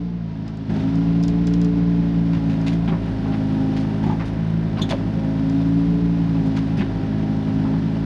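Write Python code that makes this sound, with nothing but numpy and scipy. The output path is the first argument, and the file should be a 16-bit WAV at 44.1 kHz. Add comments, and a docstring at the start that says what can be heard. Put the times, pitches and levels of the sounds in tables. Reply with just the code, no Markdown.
"""A walled yard with stony soil, heard from the driver's seat of a small digging excavator.
The diesel drones in firing orders and sags under hydraulic load; pump lines hum and whine along with it.
Shaped noise makes the block clatter, the panel rumble and the hiss of oil in the valves.
Bursts of grit are crunching rubble and snapping stones; the arm rings and knocks, sand trickles,
steel squeaks on stone, and the yard returns a short echo of the bucket sounds."""
import sys
import numpy as np
from scipy import signal
from scipy.fft import rfft, irfft
from scipy.io import wavfile
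from scipy.ndimage import uniform_filter1d

SR = 44100
rng = np.random.default_rng(int(sys.argv[2]) if len(sys.argv) > 2 else 0)


def waveform_to_disk(signal):
    """Save audio, clipped to [-1, 1], as 16-bit WAV at the path in sys.argv[1]."""
    frames = np.transpose(np.atleast_2d(signal))
    scaled = np.clip(frames, -1, 1) * 32767
    samples = np.round(scaled).astype(np.int16)
    wavfile.write(sys.argv[1], SR, samples)


N = 355005
TIME = np.arange(N) / SR
NORMAL_HUM_DB = -24.5   # pump hum at ordinary working pressure

# spectrum of stone grit: (frequency [Hz], density [dB per Hz])
GRIT = [(400, -12), (900, 4), (1800, 5), (2600, 4.5), (3700, 4.5), (5000, -1), (6500, -8), (8000, -19.5),
        (10500, -23), (12000, -35.5), (14000, -46)]
# spectrum of bright oil spray and sand: (frequency [Hz], density [dB per Hz])
SPRAY = [(5500, 0.5), (7000, 0), (8300, -1.5), (10000, -1.5), (11500, -10.5), (14000, -20.5)]


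def from_db(db):
    """Decibels to gain."""
    return 10 ** (np.asarray(db) / 20)


def rms_one(x):
    """Scale to unit power."""
    return x / np.sqrt(np.mean(x ** 2) + 1e-20)


def in_time(rows):
    """Each column of a curve, at every sample."""
    s, *columns = np.transpose(rows)
    return [np.interp(TIME, s, c) for c in columns]


def bumps(rows):
    """Gaussian swells or dips of level [dB]."""
    return sum(height_db * np.exp(-((TIME - s) / width_s) ** 2) for s, height_db, width_s in rows)


def drift(rate_hz):
    """Slow random signal of unit power, low-passed noise."""
    hz = np.fft.rfftfreq(N, 1 / SR)
    return rms_one(irfft(rfft(rng.standard_normal(N)) / (1 + (hz / rate_hz) ** 2), N))


def noise(spectrum, tilt_db=0, size=N):
    """Unit noise with the given spectrum, tilted per octave; 22 dB per octave slopes outside it."""
    octave = np.log2(np.fft.rfftfreq(size, 1 / SR) + 1)
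    points, levels = np.transpose(spectrum)
    point_octave = np.log2(points)
    tilted_db = levels + tilt_db * np.log2(points / points[0])
    shape_db = np.interp(octave, point_octave, tilted_db)
    outside = np.abs(octave - np.clip(octave, point_octave[0], point_octave[-1]))
    return rms_one(irfft(rfft(rng.standard_normal(size)) * from_db(shape_db - 22 * outside), size))


def ring(force, hz, t60_s):
    """Two-pole resonator; a unit click starts a decaying sine of height 1."""
    r, w = from_db(-60 / (t60_s * SR)), 2 * np.pi * hz / SR
    return signal.lfilter([0, np.sin(w)], [1, -2 * r * np.cos(w), r * r], force + 1e-18)


def wavering_tone(hz, width_hz, size):
    """A unit sine whose phase wanders, which widens its line."""
    slip = np.cumsum(rng.standard_normal(size)) * np.sqrt(2 * np.pi * abs(width_hz) / SR)
    return np.sqrt(2) * np.sin(2 * np.pi * (hz * TIME[:size] + rng.random()) + slip)


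def swell(rise_s, decay_from_s, t60_s, size):
    """Envelope that rises linearly and dies away exponentially from decay_from_s."""
    t = TIME[:size]
    return np.minimum(t / rise_s, 1) * np.exp(-np.log(1000) * np.maximum(t - decay_from_s, 0) / t60_s)


def add(track, s, sound):
    """Mix a sound in at time s."""
    at = int(s * SR)
    track[at:at + len(sound)] += sound[:N - at]


def load_of(firing_hz):
    """Load inferred from the speed sag: 0 running free, 1 labouring."""
    free_hz, labour_hz = 59.13, 51.73
    return np.clip((free_hz - firing_hz) / (free_hz - labour_hz), 0, 1)


def at_load(load, levels_db):
    """A level interpolated between its values at light, half and full load."""
    # load (0-1) that counts as (light, half, full)
    load_steps = (.22, 0.52, 0.95)
    return np.interp(load, load_steps, levels_db)


def partials(table, phase, load, flutter_db):
    """Fluttering lines locked to a shaft, their balance shifting with load."""
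    out = np.zeros(N)
    for order, free_db, labour_db in table:
        level_db = free_db + load * (labour_db - free_db) + flutter_db * drift(12)
        out += from_db(level_db) * np.cos(order * phase + 2 * np.pi * rng.random())
    return np.sqrt(2) * out


def order_levels(load, slewing):
    """Load balances the main firing orders; dips act mostly on the upper ones."""
    # firing orders 1 to 4: (light load [dB], half load [dB], full load [dB],
    #                        share of the dips [ratio], change while only slewing [dB])
    orders = [(-31, -34, -38, -.3, -6.5), (-32.5, -29, -29.5, -0.07, -4.5), (-19, -21, -28.5, 0.9, -8),
              (-31.5, -29.5, -25.5, 0.92, -7.5)]
    # drone dips as the bucket breaks free: (time of the deepest [s], depth [dB], half width [s])
    dips = [(3.08, -10.5, 0.16), (4.22, -9, 0.14), (4.95, -8, 0.16), (6.93, -17, 0.11)]
    dip_db = bumps(dips)
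    return [at_load(load, levels) + share * dip_db + slew_db * slewing
            for *levels, share, slew_db in orders]


def exhaust(crank, load, slewing, order_dbs, shake_db=1.48, smear_rad=0.23, flutter_db=3.0):
    """Firing orders, phase-smeared by the silencer; uneven cylinders add half orders."""
    # weaker orders: (multiple of the firing rate, running free [dB], labouring [dB])
    overtones = [(1.5, -55, -56.5), (3.5, -42.5, -38), (4.5, -53.5, -50), (5.5, -52.5, -49),
                 (6, -53.5, -35), (7, -49.5, -53.5), (8, -47, -58.5), (12, -56.5, -49.5)]
    main = np.zeros(N)
    for order, level_db in enumerate(order_dbs, 1):
        phase = order * crank - smear_rad * (order - 2) ** 2
        main -= from_db(level_db + shake_db * drift(30)) * np.cos(phase)
    slew_gain = from_db(-7.5 * slewing)
    return np.sqrt(2) * main + slew_gain * partials(overtones, crank, load, flutter_db)


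def pump(crank, load, slewing, hum_db, shake_db=1.6, follow=0.35, flutter_db=2.5, lead_rad=3.24, slew_db=-5):
    """Pistons hum at twice the ripple rate, whine at other multiples; load shifts the hum's phase."""
    # weaker ripple lines: (multiple of the ripple rate, running free [dB], labouring [dB])
    weak_lines = [(1, -59.5, -34), (5, -57, -49), (7, -60.5, -52.5)]
    # whine: (multiple of the ripple rate, light load [dB], half load [dB], full load [dB],
    #         share of the surges [ratio])
    whine_lines = [(3, -37, -48, -38, -0.075), (4, -52.5, -52, -50.5, 1), (6, -50.5, -52, -41.5, 0.17)]
    # whine surges as the arm is worked: (time at the height [s], height [dB], half width [s])
    surges = [(2.5, 4.5, 0.83), (4.25, 6.5, 0.18), (5.2, 10.5, .22)]
    ripple = 5 / 2 * crank   # five ripples and two firings a turn
    hum = -from_db(hum_db + shake_db * drift(14)) * np.cos(2 * ripple + lead_rad * (1 - load))
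    whine, surge_db = np.zeros(N), bumps(surges)
    for multiple, *levels, share in whine_lines:
        level_db = at_load(load, levels) + share * surge_db + slew_db * slewing + flutter_db * drift(5)
        whine += from_db(level_db) * np.cos(multiple * ripple + 2 * np.pi * rng.random())
    pressure_gain = from_db(follow * (hum_db - NORMAL_HUM_DB))
    lines = np.sqrt(2) * whine + partials(weak_lines, ripple, load, flutter_db)
    return np.sqrt(2) * hum + pressure_gain * lines


def noise_levels(load, slewing, hum_db):
    """Block clatter and oil hiss both grow with load, the hiss also with oil pressure."""
    hiss_per_pressure = 0.23   # dB of hiss per dB of pump hum
    clatter_db = -40.5 + 3 * load - 7.5 * slewing
    hiss_db = -53 + 3 * load + hiss_per_pressure * (hum_db - NORMAL_HUM_DB) - 3 * slewing
    return clatter_db, hiss_db


def valve_hiss(hiss_db, spray_db=-20, steepness=.7):
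    """Faster oil cavitates, so a loud hiss is also a brighter one."""
    # oil hiss: (frequency [Hz], density [dB per Hz])
    hiss_spectrum = [(1500, -14.5), (2500, 1.5), (3400, 3), (4200, 0.5), (5200, -1.5), (6300, -10.5),
                     (7300, -20.5), (9000, -30)]
    bright_db = spray_db + steepness * (hiss_db - np.median(hiss_db))
    return noise(hiss_spectrum) + from_db(bright_db) * noise(SPRAY)


def machinery(crank, clatter_db, hiss_db, throb=0.1, limp=0.06, rattle_db=1.0,
              block_db=-3.5, repeat_db=-7, oil_db=-0.5, rumble_db=4, size=2048):
    """The block rattles with the firings, partly alike on every turn; panels rumble, oil hisses."""
    # block clatter: (frequency [Hz], density [dB per Hz])
    clatter_spectrum = [(300, -12), (450, 3.5), (600, 5.5), (850, 2), (1150, -4.5), (1650, -3), (2100, -14),
                        (2900, -11), (4000, -31), (7000, -48)]
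    # panel rumble: (frequency [Hz], density [dB per Hz])
    rumble_spectrum = [(25, -33.5), (45, -7), (80, -9), (130, -12.5), (190, -2), (270, -8), (360, -9),
                       (480, -21.5), (700, -26)]
    pulse = 1 + throb * np.cos(crank) + limp * np.cos(crank / 2)
    beat = rms_one(pulse * from_db(rattle_db * drift(57)))
    turns = crank / (4 * np.pi)   # two firings a turn
    one_turn = noise(clatter_spectrum, tilt_db=1.0, size=size)
    repeating = np.interp(turns * size, np.arange(size), one_turn, period=size)
    block = beat * (from_db(block_db) * noise(clatter_spectrum) + from_db(repeat_db) * repeating)
    panels = from_db(rumble_db) * noise(rumble_spectrum)
    oil = from_db(hiss_db + oil_db) * np.sqrt(np.abs(beat)) * valve_hiss(hiss_db)
    return from_db(clatter_db) * (block + panels) + oil


def crunches(grain_db=3, tail_t60_s=0.12, crunch_db=0.5, stones_db=-9, stone_hz=3200, size=SR // 2):
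    """Rubble gives way in a burst of tiny fractures, and a few loose stones ring with it."""
    # collapses: (time [s], relative level [dB], start of decay [s after onset], tilt [dB per octave])
    collapses = [(0.44, -53.5, 0.054, -10), (0.695, -49, 0.014, 1), (0.736, -50, .1, 1.5),
                 (2.332, -41.5, 0.022, -3.5), (2.495, -45.5, 0.035, -0.5), (2.664, -36.5, 0.017, 2),
                 (2.722, -45, 0.018, 2), (2.876, -36, 0.012, -4.5), (2.919, -34, 0.019, -14),
                 (3.256, -38.5, .012, -15.5), (3.321, -43, 0.027, -5), (3.764, -37, 0.0074, 0.5),
                 (3.797, -47, 0.017, 3), (4.029, -47.5, 0.098, -0.5), (4.196, -37, 0.029, -7),
                 (4.252, -51, 0.03, 6.5), (4.77, -39.5, 0.027, -5.5), (4.891, -35.5, 0.011, 5.5),
                 (4.905, -34, 0.018, -5.5), (6.459, -52, 0.013, 7), (6.563, -37.5, 0.013, .5),
                 (6.77, -44, .035, -1.5), (6.805, -34.5, 0.013, -7)]
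    stone_t60_s = .006   # loose stones barely ring
    out = np.zeros(N)
    for s, level_db, length_s, bright_db in collapses:
        smooth = uniform_filter1d(uniform_filter1d(rng.standard_normal(size), size=70), size=16)
        fractures = rms_one(from_db(grain_db * rms_one(smooth)))
        grit = noise(GRIT, bright_db, size) * fractures
        pitches_hz = stone_hz * 2 ** rng.uniform(-0.58, 0.68, size=6)
        stones = rms_one(sum(ring(grit, hz, stone_t60_s) for hz in pitches_hz))
        burst = (grit + from_db(stones_db) * stones) * swell(0.002, length_s, tail_t60_s, size)
        add(out, s, from_db(level_db + crunch_db) * burst)
    return out


def snaps(ring_db=-9, crack_db=-8, dust_db=-13, size=SR // 5):
    """A stone cracks dryly, the bucket teeth ring briefly and chips spray."""
    # blows: (time [s], relative level [dB])
    blows = [(0.479, -38.5), (0.5721, -44.5), (0.9557, -39.5), (1.228, -35), (1.2367, -29), (1.2807, -28),
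             (1.4706, -27), (1.5368, -29.5), (1.615, -33.5), (1.6467, -32.5), (2.614, -41), (5.497, -36)]
    # ring of the teeth: (frequency [Hz], relative level [dB], t60 [s])
    teeth_modes = [(3750, -16, .025), (4950, -1, .035), (5300, -12, .02), (6100, -9, .014), (6750, -4, .01),
                   (7500, -6, .008), (9700, -15, .01), (10800, -18, .015)]
    # splitting stone: (frequency [Hz], density [dB per Hz])
    crack_spectrum = [(2500, -13), (4300, -6), (4950, 10.5), (7000, 0.5), (9000, -18.5), (11000, -25),
                      (13500, -30)]
    out = np.zeros(N)
    split, spray = swell(.0004, .0012, .012, size), swell(.002, .003, .08, size)
    for s, level_db in blows:
        click, teeth = signal.unit_impulse(size), np.zeros(size)
        for hz, db, t60_s in teeth_modes:
            mode = ring(click, hz * rng.normal(1, 0.0075), t60_s)
            teeth += mode * from_db(db + rng.normal(0, 2.7)) * rng.choice([-1, 1])
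        crack = noise(crack_spectrum, size=size) * split
        chips = noise(GRIT, tilt_db=2, size=size) * spray
        snap = from_db(ring_db) * teeth + from_db(crack_db) * crack + from_db(dust_db) * chips
        add(out, s, from_db(level_db) * snap)
    return out


def boom(load):
    """Noise, as from uneven firings, rings the hollow arm's lowest mode through two equal resonators."""
    boom_hz, width_hz, boom_db = 172.4, 9.2, -33
    r = np.exp(-np.pi * width_hz / SR)
    poles = [1, -2 * r * np.cos(2 * np.pi * boom_hz / SR), r * r]
    once = signal.lfilter([1, 0, -1], poles, rng.standard_normal(N))
    return from_db(boom_db) * load * rms_one(signal.lfilter([1, 0, -1], poles, once))


def knocks(arm_db=-2.5, shell_db=-4, shell_t60_s=0.15, push_s=0.0045, soft_hz=2500, size=SR // 2):
    """A jolt rings the hollow arm and the bucket shell groans on the ground; soil dulls both."""
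    # jolts: (time [s], relative arm level [dB], relative shell level [dB], shell pitch [Hz])
    jolts = [(.692, -15.5, -40.5, 650), (0.764, -21.5, -37, 700), (2.881, -15, -33, 802),
             (2.918, -14.5, -38, 650), (4.037, -18, -30, 852), (4.062, -17, -29, 790),
             (4.093, -15, -25.5, 880), (4.12, -25, -30, 834), (4.785, -30, -34, 1050),
             (4.815, -16, -43, 600), (4.903, -17.5, -28, 655), (4.925, -20, -22.5, 562),
             (6.567, -27, -39, 924), (6.778, -12.5, -46, 740), (6.803, -14.5, -44, 726),
             (7.645, -20, -30.5, 883), (7.734, -20.5, -33, 838)]
    # arm modes: (frequency [Hz], relative level [dB], t60 [s])
    arm_modes = [(166.3, -5.5, 0.71), (199, 7.5, 0.061), (233, -2.5, 0.011), (365.6, -10, 0.27)]
    out = np.zeros(N)
    push = np.minimum(TIME[:size] / push_s, 1)
    for s, jolt_db, groan_db, hz in jolts:
        click, arm = signal.unit_impulse(size), np.zeros(size)
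        for mode_hz, db, t60_s in arm_modes:
            arm += ring(click, mode_hz * rng.normal(1, 0.027), t60_s) * from_db(db)
        shell_spectrum = [(hz / 1.5, -16), (hz / 1.1, -6), (hz, 0), (hz * 1.1, -6), (hz * 1.6, -16)]
        shell = noise(shell_spectrum, size=size) + wavering_tone(hz, 25, size)
        groan = shell * swell(0.0068, 0.0075, shell_t60_s, size)
        add(out, s, from_db(jolt_db + arm_db) * arm * push + from_db(groan_db + shell_db) * groan)
    return signal.sosfilt(signal.butter(2, soft_hz, fs=SR, output="sos"), out + 1e-18)


def crumbs(per_s=45, crumb_db=-55, spread_db=0.5, t60_s=0.018, sand_db=-74.0, size=SR // 10):
    """While the bucket drags through the soil, sand trickles and small stones tumble at random."""
    # drag through the soil: (time [s], strength [0-1])
    drag = [(2.2, 0), (2.5, 1), (4.2, 1), (4.5, 0.54), (5.5, 0.8), (6.8, 0.8), (7.1, 0.3)]
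    dragging = np.clip(in_time(drag)[0], 0, None)
    fall_gain = from_db(spread_db * np.minimum(rng.exponential(1, N), 3))
    falls = (rng.random(N) < per_s * dragging / SR) * fall_gain
    tumble = signal.fftconvolve(falls, swell(0.0014, 0.00087, t60_s, size))[:N]
    stones = from_db(crumb_db) * tumble * noise(GRIT, tilt_db=6.5)
    return stones + from_db(sand_db) * np.sqrt(dragging) * noise(SPRAY)


def squeaks(size=SR // 4):
    """Steel skids on stone: stick and slip drives close modes, which beat against each other."""
    # skids: (time [s], relative level [dB], pitch ratio, rise [s], t60 [s])
    skids = [(4.784, -48, 1.385, 0.011, 0.05), (4.814, -23.5, 1, 0.0085, 0.071),
             (4.901, -33, 0.99, 0.011, 0.038), (4.912, -35, 1.24, 0.0035, 0.019),
             (6.77, -46.5, 1.45, 0.0059, .08), (6.787, -39, 0.74, 0.01, 0.086)]
    # steel modes: (frequency at pitch ratio 1 [Hz], relative level [dB], line width [Hz])
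    steel_modes = [(3120, -13.5, 110), (3430, -1, 20), (3434, -7, 30), (3630, -5, 40), (4070, -9.5, 60),
                   (6280, -20, 26), (6760, -19, 140), (7500, -33, 250), (10500, -37, 300)]
    out = np.zeros(N)
    for s, level_db, ratio, rise_s, t60_s in skids:
        squeal = sum(from_db(db) * wavering_tone(hz * ratio, width_hz, size)
                     for hz, db, width_hz in steel_modes)
        add(out, s, from_db(level_db) * squeal * swell(rise_s, rise_s, t60_s, size))
    return out


def yard(x, wet_db=-14, t60_s=0.1, size=SR // 2):
    """The walls return a short, scattered echo: convolution with decaying noise."""
    echo = rng.standard_normal(size) * swell(0.016, 0.015, t60_s, size)
    return x + from_db(wet_db) * signal.fftconvolve(x, echo / np.linalg.norm(echo))[:N]


def scene(wobble_rad=0.029, uneven_db=.5, hum_trim_db=-0.27):
    """Engine, pump and oil without echo, no two firings quite alike; bucket sounds echo in the yard."""
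    # engine speed, sagging as the hydraulics take load: (time [s], firing rate [Hz])
    speed = [(0.0, 57.7), (0.16, 57.9), (0.3, 54.2), (0.5, 54.2), (0.8, 52.7), (1.0, 55.8), (1.45, 57.55),
             (1.8, 57.45), (2.42, 55.85), (2.6, 54.1), (2.82, 56.4), (3.1, 53.35), (3.9, 53.0),
             (4.62, 54.9), (4.83, 52.3), (5.0, 53.5), (5.4, 53.7), (5.75, 55.9), (6.02, 57.2), (6.3, 55.5),
             (6.52, 53.4), (6.75, 54.7), (7.0, 52.9), (7.5, 53.1), (8.05, 54.1)]
    # oil pressure, expressed as pump hum: (time [s], level before trim [dB])
    pressure = [(0.0, -31.5), (0.18, -47), (0.38, -37), (0.54, -39.5), (0.9, -22.5), (1.52, -25),
                (2.73, -25.5), (2.87, -32.5), (3.65, -23), (4.57, -38), (4.95, -27.5), (5.25, -30),
                (5.54, -20.5), (6.05, -25.5), (6.57, -24), (7.04, -30.5), (7.6, -24.5), (8.05, -27.5)]
    valve_s, opening_s = .692, .004   # until the valve opens, the cab only slews
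    firing_hz, = in_time(speed)
    hum_db, = in_time(pressure)
    load = load_of(firing_hz)
    slewing = np.clip(1 - (TIME - valve_s) / opening_s, 0, 1)
    # one cycle of phase per firing
    crank = 2 * np.pi * np.cumsum(firing_hz) / SR + wobble_rad * drift(26)
    drone = exhaust(crank, load, slewing, order_levels(load, slewing)) * from_db(uneven_db * drift(45))
    pumping = pump(crank, load, slewing, hum_db + hum_trim_db)
    rattle = machinery(crank, *noise_levels(load, slewing, hum_db))
    machine = drone + pumping + rattle + boom(load * (1 - slewing))
    digging = crunches() + snaps() + knocks() + crumbs() + squeaks()
    return (machine + yard(digging))[None]


def record(dry):
    """Fade both ends over 4 ms; low-pass steeply, 70 dB down from 14.4 kHz up."""
    fade = np.clip(np.minimum(TIME, TIME[-1] - TIME) / .004, 0, 1)
    return signal.sosfilt(signal.cheby2(14, 70, 14400, fs=SR, output="sos"), dry * fade)


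dry = scene()
out = record(dry)
waveform_to_disk(out)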